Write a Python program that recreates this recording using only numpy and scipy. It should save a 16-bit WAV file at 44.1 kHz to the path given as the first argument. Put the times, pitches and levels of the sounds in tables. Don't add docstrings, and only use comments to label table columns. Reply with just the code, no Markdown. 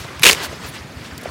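import sys
import numpy as np
from scipy import signal
from scipy.fft import rfft, irfft
from scipy.io import wavfile
from scipy.ndimage import uniform_filter1d

SR = 44100
rng = np.random.default_rng(int(sys.argv[2]) if len(sys.argv) > 2 else 0)


def inscribe(sig):
    pcm = np.round(np.clip(np.atleast_2d(sig).T, -1, 1) * 32767)
    wavfile.write(sys.argv[1], SR, pcm.astype(np.int16))


def invert_db(x):
    u = np.asarray(x, float) / 20
    return 10 ** u


N = 57330
TIME = np.arange(N) / SR


def evened(x):
    return x / np.sqrt(np.mean(x ** 2) + 1e-20)


def read_curve(points, hz):
    f, value = np.transpose(points)
    return np.interp(np.log(hz + 1), np.log(f + 1), value)


def add(mix, s, sound):
    part = mix[max(round(s * SR), 0):][:len(sound)]
    part += sound[:len(part)]


def resonate(x, hz, width_hz):
    r = np.exp(-np.pi * width_hz / SR)
    return signal.lfilter([1, 0, -1], [1, -2 * r * np.cos(2 * np.pi * hz / SR), r * r], x)


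def colour(x, points):
    log_gain = np.log(invert_db(read_curve(points, np.abs(np.fft.fftfreq(4096, 1 / SR)))))
    taps = np.fft.ifft(np.conj(np.exp(signal.hilbert(log_gain)))).real[:2048]
    return signal.oaconvolve(x, taps / np.linalg.norm(taps))[:len(x)]


def blip(s, db, hz, cycles):
    t = np.arange(-cycles / hz * 2, cycles / hz * 2, 1 / SR)
    envelope = np.exp(-(2 * t * hz / cycles) ** 2)
    return s + t[0], -invert_db(db) * np.cos(2 * np.pi * hz * t) * envelope


def shaped(x, db):
    hz, t, z = signal.stft(x, SR, nperseg=256, noverlap=192)
    return signal.istft(z * invert_db(db(hz[:, None], t[None])), SR, nperseg=256, noverlap=192)[1][:N]


# (time [s], level [dB])
TEAR = [
    (.214, -74),
    (0.224, -64),
    (0.233, -15),
    (0.236, -21),
    (.27, -10.5),
    (0.299, -16),
    (.306, -17.5),
    (.335, -24),
    (.37, -48),
]


def tearing():
    s, db = np.transpose(TEAR)
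    spikes_db = 2.6 * np.minimum(rng.exponential(1, N), 4)
    rough = evened(rng.standard_normal(N) * invert_db(spikes_db))
    return invert_db(np.interp(TIME, s, db, -120, -120)) * rough


CRACK_S = [.1957, .2209, .2235, .2263, .233, .235, .2375, .2409, .2426, .252, .2563, .259, .2633, .2648,
           .2675, .273, .2768, .2799, .2828, .288, .2903, .2946, .2966, .301, .3114, .3143, .3204, .3276,
           .3314, .3485]
CRACK_HZ = [2300, 2150, 2440, 3450, 2430, 3600, 2500, 2500, 3700, 2400, 2600, 2500, 2500, 3100, 2700, 2960,
            2600, 3590, 2870, 2400, 2800, 2760, 2260, 2110, 4500, 2190, 4600, 4700, 2300, 2500]
# (peak level [dB], tearing length [ms])
CRACKS = [(-25, 0.58), (-32, 0.43), (-14.5, 0.84), (-20, 0.4), (2.5, 0.94), (0.5, 1.7), (-2.5, 2),
          (-3, 2.75), (-5.5, 1.9), (2.5, 1.1), (1.5, 2.9), (-2, 1.7), (-5, 2.5), (4, 3.04), (7, 1.62),
          (-2.5, 2.3), (-1, 0.82), (-4.5, 3.1), (-9.5, 4.8), (-1.5, 1.3), (-2, 1.1), (-2.5, 2.05), (1, 2.3),
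          (5.5, 0.67), (-2.5, 1.06), (-9, 0.3), (-7, 0.19), (-4.5, 0.53), (-3.5, 0.52), (-17.5, 1.8)]
# (frequency [Hz], level [dB])
CRACK_AIR = [(88, -46), (150, -58), (466, -10.5), (716, 1), (1560, 4), (2810, 4.5), (3220, 2), (8730, -3),
             (16000, -12.5)]
# (frequency [Hz], width [Hz], level [dB])
STALK = [
    (466, 142, -28),
    (213, 240, -42.5),
    (1030, 200, -35.5),
]
RING_WIDTH_HZ, RING_DB = 450, -1
EDGE_DB, SNAP_DB = -17, 2.5


def snap():
    out, drive = np.zeros(N), np.zeros(N)
    t = np.arange(0, .012, 1 / SR)
    rattles = rng.standard_normal((len(CRACKS), len(t)))
    for s, hz, (db, ms), rattle in zip(CRACK_S, CRACK_HZ, CRACKS, rattles):
        push = rattle * np.exp(-(1000 * t / max(ms, .1)) ** 3)
        push[0] = 2 * invert_db(EDGE_DB) * np.sqrt(ms * SR / 1000)
        ring = resonate(push, hz, RING_WIDTH_HZ)
        add(out, s, invert_db(db + RING_DB) * ring / abs(ring).max())
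        add(drive, s, invert_db(db) * push / 3)
    tear = tearing()
    out += colour(invert_db(SNAP_DB) * drive + tear, CRACK_AIR)
    for hz, width_hz, db in STALK:
        out += invert_db(db) * resonate(drive + tear, hz, width_hz)
    return out


# (time [s], level [dB], dryness [dB])
LEAVES = [(0, -39, 6), (.11, -33, -9), (.2, -35.5, -5), (.36, -27.5, -3.5), (0.411, -27, -2.5),
          (0.451, -23.5, -2), (0.473, -31, -8.5), (.53, -32, -5), (.59, -41, -0.5), (.65, -28.5, -4.5),
          (0.712, -41.5, -0.5), (.75, -31, -4.5), (.8, -37.5, -3.5), (.85, -49, 5.5), (.97, -42, -1),
          (1.06, -40.5, 1), (1.162, -43.5, 0.5), (1.3, -32.5, -8.5)]
# (frequency [Hz], level [dB])
LEAF = [(150, -44.5), (250, -5), (393, -5.5), (831, -6.5), (971, -4), (2050, -5), (2240, -7), (4730, -8),
        (16000, -27.5)]
GRAINS_PER_S, GRAIN_SPREAD_DB, GRAIN_DB = 4000, 2, -7
PATCHY_DB, DRY_FROM_HZ = 2, 2430


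def leaves():
    s, level_db, dryness_db = np.transpose(LEAVES)
    struck = rng.random(N) < GRAINS_PER_S / SR
    spread_db = GRAIN_SPREAD_DB * np.minimum(rng.exponential(1, N), 2)
    grains = struck * rng.standard_normal(N) * invert_db(spread_db)
    brush = evened(colour(rng.standard_normal(N) + invert_db(GRAIN_DB) * evened(grains), LEAF))

    patches = uniform_filter1d(rng.standard_normal((129, N // 64 + 9)), size=6, axis=0)
    patches = evened(uniform_filter1d(patches, size=10, axis=1))

    def texture_db(hz, t):
        treble = hz ** 2 / (hz ** 2 + DRY_FROM_HZ ** 2)
        return PATCHY_DB * patches[:, :t.size] + np.interp(t, s, dryness_db) * treble

    return shaped(brush, texture_db) * invert_db(np.interp(TIME, s, level_db))


KNOCK_S = [.4085, .449, .531, .655, 1.2589, 1.2325, 1.18, .62, .945, .41]
KNOCK_HZ = [2000, 1600, 590, 420, 610, 600, 4620, 1900, 270, 380]
# (peak level [dB], length [cycles])
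KNOCKS = [
    (-21, 5),
    (-18.5, 5),
    (-24, 3),
    (-29, 3),
    (-15.5, 2),
    (-28, 1.5),
    (-31, 9),
    (-31, 8),
    (-38, 4),
    (-33, 3),
]


def knocks():
    out = np.zeros(N)
    for s, hz, (db, cycles) in zip(KNOCK_S, KNOCK_HZ, KNOCKS):
        add(out, *blip(s, db, hz, cycles))
    return out


SCRAPE_S = [.655, 1.1785, 1.212, 1.231, .425, .737, .1957, .215, 1.18, .683, 1.04, 1.1, 1.25, .418, .0,
            .197]
SCRAPE_LENGTH_S = [.05, .002, .007, .012, .043, .02, .0012, .018, .007, .022, .035, .05, .02, .02, .04,
                   .005]
# (level [dB], lowest frequency [Hz], highest frequency [Hz])
SCRAPES = [(-41.5, 8000, 19000), (-29, 4000, 15000), (-43, 7700, 13000), (-41, 2400, 12000),
           (-35, 7200, 15500), (-43, 1200, 9200), (-23.5, 4600, 19000), (-33, 8900, 13000),
           (-42, 3700, 15000), (-40.5, 9700, 10940), (-39.5, 1200, 5600), (-41, 920, 2000),
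           (-35, 890, 2600), (-39, 1300, 2200), (-52, 1400, 19000), (-39, 1200, 5700)]
SCRAPE_FLUTTER_DB = 1.5


def scrapes():
    out = np.zeros(N)
    noises = rng.standard_normal((len(SCRAPES), 2, 4000))
    for s, length, (db, low_hz, high_hz), (hiss, flutter) in zip(SCRAPE_S, SCRAPE_LENGTH_S, SCRAPES, noises):
        u = np.arange(4000) / SR / length
        band = signal.butter(2, [low_hz, high_hz], "band", fs=SR, output="sos")
        hiss = evened(signal.sosfilt(band, hiss))
        flutter_db = SCRAPE_FLUTTER_DB * evened(uniform_filter1d(flutter, size=60))
        envelope = np.minimum(u * 5, 1) * np.exp(-u ** 4)
        add(out, s, invert_db(db + flutter_db) * hiss * envelope)
    return out


STROKE_S = [.0115, .0515, .1, .135]
# (peak level [dB], frequency [Hz], length [cycles])
STROKES = [
    (-31, 78, 2.1),
    (-28.5, 136, 2.1),
    (-42, 90, 2.2),
    (-44, 150, 2.2),
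]
ENGINE_PERIOD_S, ENGINE_WOBBLE_S, ENGINE_VARY_DB = .1605, .0006, 1


def engine():
    out = np.zeros(N + SR)
    for k, (late, *vary) in enumerate(rng.standard_normal((9, 5))):
        cycle_s = 1 + k * ENGINE_PERIOD_S + ENGINE_WOBBLE_S * late
        for delay, (db, hz, cycles), v in zip(STROKE_S, STROKES, vary):
            add(out, *blip(cycle_s + delay, db + ENGINE_VARY_DB * v, hz, cycles))
    return out[SR:]


SWAY_FROM_S, SWAY_HZ, SWAY_WIDTH_HZ, SWAY_DB = .92, 255, 35, -46


def sway():
    rise = np.clip((TIME - SWAY_FROM_S) * 20, 0, 1)
    return invert_db(SWAY_DB) * rise * evened(resonate(rng.standard_normal(N), SWAY_HZ, SWAY_WIDTH_HZ))


FIELD_DB = -38
# (frequency [Hz], level [dB])
FIELD = [(15, -43), (25, -19), (97, 0), (157, 1.5), (489, -8.5), (591, -10), (962, -12.5), (2410, -13),
         (16000, -82)]


def field():
    gain = invert_db(read_curve(FIELD, np.fft.rfftfreq(N, 1 / SR)))
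    return invert_db(FIELD_DB) * evened(irfft(rfft(rng.standard_normal(N)) * gain, N))


def scene():
    close = snap() + leaves() + knocks() + scrapes()
    return (close + engine() + sway() + field())[None]


def band_limit(x):
    return signal.sosfilt(signal.butter(12, 16180, fs=SR, output="sos"), x)


LOW_CUT_HZ, OVERLOAD_DB, EDGE_HZ = 35, -.6, 15950


def record(dry):
    thin = signal.sosfilt(signal.butter(2, LOW_CUT_HZ, "high", fs=SR, output="sos"), dry)
    overloaded = np.clip(thin, -invert_db(OVERLOAD_DB), invert_db(OVERLOAD_DB))
    mix = signal.oaconvolve(overloaded, signal.firwin(511, EDGE_HZ, fs=SR)[None], "same")
    return band_limit(mix)


dry = scene()
out = record(dry)
inscribe(out)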